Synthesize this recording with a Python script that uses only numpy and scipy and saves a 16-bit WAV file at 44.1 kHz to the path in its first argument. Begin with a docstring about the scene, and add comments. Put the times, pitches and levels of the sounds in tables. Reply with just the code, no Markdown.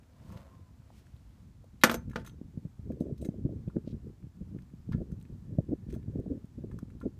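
"""Wind rumbles on a small microphone over faint outdoor hiss and far traffic as a kick scooter rolls past.
Stones in the asphalt drum its frame and stir a whirr. The deck smacks down nearby, ringing with the tube,
bounces and skids; light knocks and jingling loose parts follow further off, with faint echoes.
Eddies buffet the microphone with low pops. A faint far whine comes and goes near the end."""
import sys
import numpy as np
from scipy import signal
from scipy.fft import rfft, irfft
from scipy.io import wavfile
from scipy.ndimage import uniform_filter1d

SR = 44100
rng = np.random.default_rng(int(sys.argv[2]) if len(sys.argv) > 2 else 0)


def store_wav(level_fs):
    """Save 16-bit WAV to argv[1]."""
    pcm = np.round(np.clip(np.atleast_2d(level_fs), -1, 1) * 32767)
    wavfile.write(sys.argv[1], SR, pcm.T.astype(np.int16))


N = 317079


def gain_of(db):
    return 10 ** (np.asarray(db) / 20)

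def decay(t, t60_s):
    return gain_of(-60 * t / t60_s)

def unit_rms(x):
    return x / np.sqrt(np.mean(x ** 2) + 1e-20)

def unit_peak(x):
    return x / (abs(x).max() + 1e-12)

def add(mix, start_s, sound):
    part = mix[round(start_s * SR):][:len(sound)]
    part += sound[:len(part)]

def curves(rows):
    """Each column after time_s, read at every sample."""
    time_s, *columns = np.transpose(rows)
    return [np.interp(np.arange(N) / SR, time_s, column) for column in columns]

def coloured(x, spectrum):
    """Signal shaped by (freq_hz, gain_db) points, rms 1."""
    bins_hz = np.fft.rfftfreq(len(x), 1 / SR)
    freq_hz, gain_db = np.transpose(spectrum)
    shape_db = np.interp(np.log(bins_hz + 1), np.log(freq_hz + 1), gain_db)
    return unit_rms(irfft(rfft(x) * gain_of(shape_db), len(x)))

def resonate(x, centre_hz, width_hz):
    pole = np.exp((2j * centre_hz - width_hz) * np.pi / SR)
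    return 2 * signal.lfilter([1 - abs(pole)], [1, -pole], x).real

def wander(span_s):
    """Noise smoothed over span_s, rms 1."""
    size = max(round(span_s * SR), 2)
    return unit_rms(uniform_filter1d(uniform_filter1d(rng.standard_normal(N), size), size))

def swells(peak_s, peak_db, rise_db_per_s, fall_db_per_s):
    """Summed envelopes that climb and drop at steady dB rates."""
    t = np.arange(0, N + 128, 64) / SR
    late_s = t[:, None] - np.asarray(peak_s)
    slopes_db = np.minimum(rise_db_per_s * late_s, -fall_db_per_s * late_s)
    return np.interp(np.arange(N) / SR, t, gain_of(peak_db + slopes_db).sum(axis=1))


# time_s, low_db, upper_db
WIND_LEVELS = [(0, -50.5, -65.5), (.1, -64, -100), (.33, -48.5, -64), (.5, -59, -79.5), (1.15, -58, -76.5),
               (1.8, -56, -86.5), (2.0, -42, -61.5), (2.14, -46.5, -62.5), (2.45, -52, -69),
               (2.7, -66, -90), (2.77, -69, -105), (2.9, -42.5, -46), (3.12, -53, -46), (3.17, -52.5, -77),
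               (3.55, -42.5, -46.5), (3.72, -52.5, -87), (4.1, -42.5, -56), (4.2, -82, -85.5),
               (4.5, -48.5, -77), (4.8, -53.5, -80), (5.0, -44, -49), (5.22, -50, -68.5),
               (5.66, -52.5, -89.5), (5.9, -41, -51), (6.03, -61, -66.5), (6.27, -45, -64.5),
               (6.38, -50.5, -51.5), (6.5, -58.5, -81), (6.65, -51, -66), (7.19, -54, -72.5)]
# freq_hz, gain_db
WIND_LOW_SPECTRUM = [(20, -42.5), (40, -8), (60, 1), (123, 1), (226, -5), (343, -22), (500, -38),
                     (1500, -120)]
WIND_UPPER_SPECTRUM = [(120, -45), (220, 1), (290, -1.5), (400, -5), (550, -17), (750, -38.5), (1000, -55),
                       (2500, -130)]
# time_s, pop_db, pop_hz, edge_rel_db, swell_low_db, swell_upper_db
BUFFETS = [(1.135, -38.5, 96, -41, -67, -83), (2.182, -41, 230, -4, -46, -64),
           (2.411, -29.5, 231, -38.5, -77, -56.5), (2.571, -25, 157, -41, -48, -52),
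           (2.648, -25.5, 148.5, -33, -39, -50.5), (2.789, -33.5, 130.8, -29, -49.5, -72),
           (2.9, -39, 214, -1, -47, -51.5), (3.005, -17, 218, -19.5, -62.5, -41.5),
           (3.017, -27.5, 237.6, -12, -62, -68), (3.065, -31, 248, -14.5, -55, -59),
           (3.091, -42.5, 137, -1, -50.5, -55.5), (3.12, -23.5, 143, -40.5, -63, -72.5),
           (3.223, -31.5, 249, -11, -50, -44), (3.25, -28.5, 254, -19, -46.5, -39.5),
           (3.285, -18.5, 193, -23.5, -56.5, -45.5), (3.338, -36.5, 233, -12, -59, -44.5),
           (3.447, -17.5, 146.2, -30.5, -46.5, -49), (3.488, -34.5, 221.5, -10, -58, -46.5),
           (3.674, -21, 152, -31.5, -41.5, -49), (3.764, -17.5, 234.4, -24.5, -41.5, -38),
           (3.872, -26, 233, -18, -43, -47.5), (3.925, -25.5, 150.4, -40, -44.5, -49.5),
           (4.237, -33, 121.7, -41.5, -48, -66.5), (4.265, -37, 129, -39.5, -55, -69),
           (4.41, -27.5, 131.7, -48, -43.5, -55.5), (4.545, -27.5, 168.5, -35, -55.5, -48.5),
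           (4.734, -33, 169.4, -46.5, -62, -69), (4.887, -26, 182, -51.5, -57, -76.5),
           (4.939, -29, 123, -29, -33.5, -72), (4.979, -33.5, 149, -18, -50, -63),
           (5.011, -26, 222, -23, -48, -45), (5.12, -25.5, 150, -48, -40.5, -56),
           (5.29, -47, 156.7, -25.5, -48, -52), (5.517, -28.5, 123, -36, -38.5, -39.5),
           (5.582, -13, 142.5, -16, -44, -33.5), (5.717, -25, 169.6, -18, -42, -34),
           (5.957, -30, 122, -16, -34, -50), (6.077, -29.5, 170, -28.5, -41, -47),
           (6.154, -21, 217, -25.5, -52, -52), (6.185, -20.5, 125, -25, -41, -42),
           (6.258, -30.5, 192.6, -14, -47, -41), (6.305, -31, 235, -18.5, -48, -37),
           (6.44, -33.5, 166, -32, -69, -80), (6.584, -35.5, 203, -22, -47.5, -55.5),
           (6.635, -29, 147.5, -19.5, -60.5, -49.5), (6.738, -43, 166.3, -20.5, -39, -47),
           (6.826, -26, 188, -37.5, -54.5, -67), (6.949, -41.5, 173, -28.5, -43.5, -59),
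           (7.051, -23.5, 221.3, -15.5, -43, -35.5)]

def wind():
    """Eddies shake two bands of rumble together; some burst as pops inside a short swell."""
    low_db, upper_db = curves(WIND_LEVELS)
    buffet_s, *_, swell_low_db, swell_upper_db = np.transpose(BUFFETS)
    peak_s = buffet_s + 0.01
    low_level = gain_of(low_db) + swells(peak_s, swell_low_db, rise_db_per_s=328, fall_db_per_s=397)
    upper_level = gain_of(upper_db) + swells(peak_s, swell_upper_db, rise_db_per_s=464, fall_db_per_s=608)
    eddies = np.minimum(wander(0.006), 1.5)
    puffs = np.minimum(wander(0.045), 1)
    low = coloured(rng.standard_normal(N), WIND_LOW_SPECTRUM) * low_level
    upper = coloured(rng.standard_normal(N), WIND_UPPER_SPECTRUM) * upper_level
    out = low * gain_of(2.5 * eddies + 3.2 * puffs) + upper * gain_of(6.4 * eddies + 3.6 * puffs)
    for time_s, pop_db, pop_hz, edge_rel_db, _, _ in BUFFETS:
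        add(out, time_s + 0.0019, gain_of(pop_db) * pressure_pop(pop_hz, edge_rel_db))
    return out

def pressure_pop(pop_hz, edge_rel_db):
    """One eddy on the microphone: quick push, slower release, a brief sharp edge."""
    t = np.arange(round(6 * SR / pop_hz)) / SR
    cycles = pop_hz * t
    envelope = (cycles / 0.57) ** 2 * np.exp(2 - cycles / 0.32)
    push = 0.68 * envelope * np.sin(2 * np.pi * 1.21 * cycles ** 0.8 - 0.7)
    edge_level = gain_of(edge_rel_db) * np.exp(-((t - 0.7 / pop_hz) / 0.0039) ** 2)
    edge = edge_level * np.cos(2 * np.pi * 600 * (t - 0.837 / pop_hz))
    onset = np.sin(np.pi / 2 * np.minimum(cycles / 0.4, 1)) ** 2
    return -(push + edge) * onset


# freq_hz, gain_db
HISS_SPECTRUM = [(150, -25), (260, -2.5), (400, -18), (820, -18.5), (2760, -29.5), (7800, -32),
                 (8500, -35.5), (15000, -38.5)]
TRAFFIC_SPECTRUM = [(20, -25.5), (45, -0.5), (60, 6.5), (100, 3.5), (140, -18), (250, -26.5), (1000, -100)]

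def hiss_and_traffic(hiss_db=-69.5, traffic_db=-58):
    """Far outdoor hiss and traffic rumble, both wavering slightly."""
    hiss = gain_of(hiss_db + 0.43 * wander(0.077)) * coloured(rng.standard_normal(N), HISS_SPECTRUM)
    traffic_level = gain_of(traffic_db + 1.4 * wander(0.04))
    return hiss + traffic_level * coloured(rng.standard_normal(N), TRAFFIC_SPECTRUM)


# time_s, drone_db, grit_db
ROLL_LEVELS = [(0, -75, -90), (.15, -73.5, -84), (.3, -62.5, -70.5), (.38, -57, -81), (.48, -66, -85),
               (.6, -72, -96), (.72, -86, -99), (.9, -72, -78.5), (.99, -84, -68), (1.03, -83, -80),
               (1.5, -77, -82)]
# centre_hz, width_hz, level_db
ROLL_RESONANCES = [(532, 48, 13.5), (637, 62, 12), (925, 140, 10.5), (1300, 69, -6), (1700, 230, -20.5),
                   (2440, 500, -33)]
# peak_s, level_db, pitch_hz
WHEEL_WHIRRS = [(0.37, -69.5, 1107), (0.537, -69, 1067), (0.672, -84, 1002)]

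def wheels(stones_per_s=2500, sag_hz_per_s=418):
    """Stones under the wheels drum the frame's low resonances, hiss with grit and stir a narrow whirr."""
    t = np.arange(N) / SR
    drone_db, grit_db = curves(ROLL_LEVELS)
    sizes = gain_of(0.54 * np.minimum(rng.exponential(1, N), 4))
    stones = sizes * (rng.random(N) < stones_per_s / SR) * rng.standard_normal(N)
    drone = sum(gain_of(db) * unit_rms(resonate(stones, hz, width)) for hz, width, db in ROLL_RESONANCES)
    grit_spectrum = [(1500, -5), (2500, -1.5), (4500, -4.5), (15000, -15)]
    grit = coloured(rng.standard_normal(N) + 0.094 * unit_rms(stones), grit_spectrum)
    shake = (0.95 + 0.69 * unit_rms(resonate(stones, 0, 110))) * np.sqrt(2)
    out = gain_of(drone_db) * unit_rms(drone) + gain_of(grit_db) * grit
    for peak_s, level_db, pitch_hz in WHEEL_WHIRRS:
        phase = 2 * np.pi * np.cumsum(pitch_hz - sag_hz_per_s * abs(t - peak_s)) / SR
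        out += swells(peak_s, level_db, rise_db_per_s=82, fall_db_per_s=113) * shake * np.sin(phase)
    end_s = ROLL_LEVELS[-1][0]
    return out * np.clip((end_s - t) / 0.11, 0, 1)


# pitch_hz, level_db, t60_s
FRAME_MODES = [(233, -4.5, 0.22), (338, 4, 0.038), (497, -3.5, 0.097), (665, -8, 0.11), (890.7, -13, 0.14),
               (1053, -5.5, 0.05), (1162, -8.5, 0.043), (1385, -4.5, 0.077), (1550, -16, 0.03),
               (1718, -7, 0.066), (2110, -10.5, 0.061), (2456, -8.5, 0.038), (2596, -17, 0.057),
               (3390, -12, .04), (3876, -13, 0.045), (5400, -21, 0.043), (6250, -19.5, 0.18),
               (6670, -20, 0.1), (8132, -22, 0.21), (10500, -26.5, 0.074), (12250, -17, 0.03),
               (14040, -22.5, 0.03)]

def frame_ring(blow, scatter, t60_scale, detune, spread_db):
    """Deck and tube modes, peak 1; where the blow lands scatters their pitch and strength."""
    t = np.arange(len(blow)) / SR
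    modes = np.zeros(len(t))
    for (pitch_hz, level_db, t60_s), (level_draw, pitch_draw) in zip(FRAME_MODES, scatter.reshape(-1, 2)):
        envelope = gain_of(level_db + spread_db * level_draw) * decay(t, max(t60_scale * t60_s, 0.004))
        modes += envelope * np.sin(2 * np.pi * pitch_hz * (1 + detune * pitch_draw) * t)
    return unit_peak(signal.fftconvolve(blow, modes)[:len(blow)])


# start_s, knock_db, jingle_rel_db, centre_hz, t60_s
RATTLE_HITS = [(0.302, -51, -20, 1000, 0.027), (0.32, -56.5, -1, 1700, 0.11),
               (0.373, -50, -16, 3620, 0.033), (0.032, -60, -9, 2200, 0.027),
               (0.903, -49.5, -30, 720, 0.0085), (.82, -63, -25, 1300, .015),
               (1.068, -57.5, -8, 2240, 0.015), (1.165, -59, -8, 3700, 0.012),
               (1.641, -51, -15, 514, 0.029), (1.813, -44, -10.5, 3330, 0.17),
               (2.097, -54.5, -1.5, 2190, 0.042), (2.113, -48, -10.5, 1950, 0.045),
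               (2.133, -45, -18, 1280, 0.035), (2.247, -49.5, -5, 1420, 0.077), (2.262, -47, 0, 3400, 0.11),
               (2.274, -43.5, -8.5, 1440, 0.035), (2.294, -53.5, -8, 3015, 0.027),
               (2.919, -59, -3, 1610, 0.036), (3.004, -63.5, 9, 2987, 0.09), (3.178, -58.5, 0, 4530, 0.062),
               (3.214, -58, 5.5, 2940, 0.17), (3.248, -49, 1.5, 1800, 0.079),
               (3.682, -58, -16.5, 3100, 0.024), (3.699, -54.5, -20.5, 1180, 0.045),
               (3.766, -49.5, -28, 1280, 0.0095), (4.226, -60, -20, 2170, 0.017),
               (4.587, -54.5, -12, 2022, 0.034), (4.62, -61.5, -5, 4000, 0.021),
               (4.701, -62.5, -16.5, 2060, 0.038), (4.920, -45, -14.5, 1093, 0.044),
               (4.921, -51.5, -12, 3700, 0.079), (4.930, -42, -32, 1640, 0.047),
               (4.942, -48.5, -20, 1100, 0.046), (5.117, -61, 0.5, 1794, 0.0305),
               (5.2, -67, 0.5, 6000, 0.022), (5.212, -56.5, -4, 3005, 0.021),
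               (5.226, -61.5, 8.5, 4010, 0.0082), (5.252, -55.5, -18.5, 2297, 0.025),
               (5.905, -53.5, -3, 2540, 0.015), (5.925, -54.5, 1, 1980, 0.023),
               (5.94, -50.5, -2, 3980, 0.011), (5.947, -53.5, -4, 1285, 0.086),
               (6.028, -60, -8, 2210, 0.024), (6.199, -72, 10.5, 2985, 0.016), (6.455, -69, 5, 3990, .012),
               (7.003, -57.5, -1, 4520, 0.025), (6.713, -51.5, -12.5, 1260, 0.053),
               (6.788, -44, -7, 1180, 0.022), (6.902, -56, -9, 2060, 0.036),
               (7.013, -44.5, -21, 1284, 0.094)]

def rattles():
    """Light knocks: a puff of noise and the ringing frame, with loose parts jingling on top."""
    out, t = np.zeros(N), np.arange(4500) / SR
    low_cut = signal.butter(3, 500, "high", fs=SR, output="sos")
    treble = signal.butter(3, 4500, "high", fs=SR, output="sos")
    for start_s, knock_db, jingle_rel_db, centre_hz, t60_s in RATTLE_HITS:
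        noise = rng.standard_normal(len(t))
        puff = noise * decay(t, t60_s) * np.minimum(t / 0.0014, 1)
        body = frame_ring(noise * decay(t, 0.006), noise[-2 * len(FRAME_MODES):],
                          t60_scale=min(t60_s / 0.11, 1), detune=0.006, spread_db=2.5)
        loose = frame_ring(noise * decay(t, 0.011), noise[-4 * len(FRAME_MODES):],
                           t60_scale=min(0.4 + t60_s / 0.12, 1), detune=0.008, spread_db=5)
        knock = resonate(puff + 2.6 * body, centre_hz, 0.55 * centre_hz)
        knock = signal.sosfilt(low_cut, resonate(knock, centre_hz, 0.9 * centre_hz))
        tick = unit_rms(signal.sosfilt(treble, resonate(puff, 6000, 6500)))
        ring_gain = 0.9 * min(t60_s / 0.05, 1)  # longer rattles ring more
        jingle = unit_peak(tick + ring_gain * unit_rms(signal.sosfilt(treble, loose)))
        add(out, start_s, gain_of(knock_db) * (unit_peak(knock) + gain_of(jingle_rel_db) * jingle))
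    return out


# time_s, mid_db, treble_rel_db, bass_rel_db, t60_s
DECK_BLOWS = [(1.8365, -2.5, -10.5, -20.5, 0.027), (1.84, -7.5, -8.5, -4.5, 0.098),
              (1.873, -23.5, -26, 0, 0.029), (1.8962, -20, -18, -4.5, 0.075), (1.913, -32, 1.5, 3, 0.1),
              (1.9426, -37, 9.5, 11, 0.079), (2.159, -25, -26, -0.5, 0.068)]
# freq_hz, gain_db
CRACK_SPECTRUM = [(100, -19), (250, -5.5), (500, -3.5), (850, -13.5), (1400, -3.5), (2500, -14),
                  (4500, -19), (7000, -21.5), (10000, -27.5), (13000, -17.5), (16000, -37)]

def deck_smacks(treble_t60_s=0.65):
    """Hard blows: a crack of noise plus the ringing frame, three bands tilted by each blow's hardness."""
    out, t = np.zeros(N), np.arange(9000) / SR
    bands = [signal.butter(2, edges_hz, "band", fs=SR, output="sos")
             for edges_hz in ([150, 800], [800, 5000], [5000, 17000])]
    for time_s, mid_db, treble_rel_db, bass_rel_db, t60_s in DECK_BLOWS:
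        noise = rng.standard_normal(len(t))
        fade = decay(t, 0.3 * t60_s) + 0.86 * decay(t, t60_s)
        crack = coloured(noise, CRACK_SPECTRUM) * fade * np.minimum(t / 0.00046, 1)
        blow = np.exp(-t / 0.00003) + 0.14 * noise * decay(t, 0.004)
        body = frame_ring(blow, noise[-2 * len(FRAME_MODES):],
                          t60_scale=min(t60_s / 0.065, 1), detune=0.002, spread_db=1.8)
        bass, mid, treble = (signal.sosfilt(band, body + 0.3 * crack) for band in bands)
        bass = gain_of(bass_rel_db) * unit_peak(bass)
        treble = gain_of(treble_rel_db) * unit_peak(treble * decay(t, treble_t60_s))
        smack = unit_peak(mid) - bass - treble  # signs join the bands without gaps
        add(out, time_s - 0.0006, gain_of(mid_db) * smack * np.minimum(t / 0.00091, 1))
    return out


# start_s, length_s, level_db, centre_hz, width_hz
SKID_STROKES = [(1.836, 0.15, -52.5, 4220, 9130), (2.137, 0.099, -62.5, 1780, 4000),
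                (3.846, 0.1, -70.5, 3660, 2492), (5.876, 0.071, -68.5, 2370, 5000)]

def skids():
    """Rough friction noise that swells quickly and dies away."""
    out = np.zeros(N)
    friction = rng.standard_normal(N) * gain_of(2.5 * wander(0.004))
    for start_s, length_s, level_db, centre_hz, width_hz in SKID_STROKES:
        rub = friction[round(start_s * SR):][:round(length_s * SR)]
        rub = resonate(resonate(rub, centre_hz, width_hz), centre_hz, 1.499 * width_hz)
        add(out, start_s, gain_of(level_db) * unit_rms(rub) * signal.windows.tukey(len(rub), 0.7))
    return out


def far_whine(start_s=5.25, length_s=1.25, level_db=-86, centre_hz=1750, width_hz=150):
    """A narrow band of noise that fades in and out."""
    out, noise = np.zeros(N), rng.standard_normal(round(length_s * SR))
    band = resonate(resonate(noise, centre_hz, width_hz), centre_hz, width_hz)
    add(out, start_s, gain_of(level_db) * unit_rms(band) * signal.windows.tukey(len(band), 0.4))
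    return out


def echoes(x, level_db=-23, delay_s=0.008, t60_s=0.22):
    """Faint scattered reflections from wall and ground."""
    t = np.arange(12000) / SR
    tail = resonate(rng.standard_normal(len(t)), 1100, 1500) * decay(t, t60_s) * (t > delay_s)
    return gain_of(level_db) * signal.fftconvolve(x, tail / np.linalg.norm(tail))[:N]


def scene():
    scooter = deck_smacks() + rattles() + skids()
    return (scooter + echoes(scooter) + wheels() + wind() + hiss_and_traffic() + far_whine())[None]


def record(dry, cutoff_hz=15400):
    """Low-pass band limit."""
    lowpass = signal.firwin(511, cutoff_hz, window=("kaiser", 9), fs=SR)
    return signal.oaconvolve(dry, lowpass[None], "same")


dry = scene()
out = record(dry)
store_wav(out)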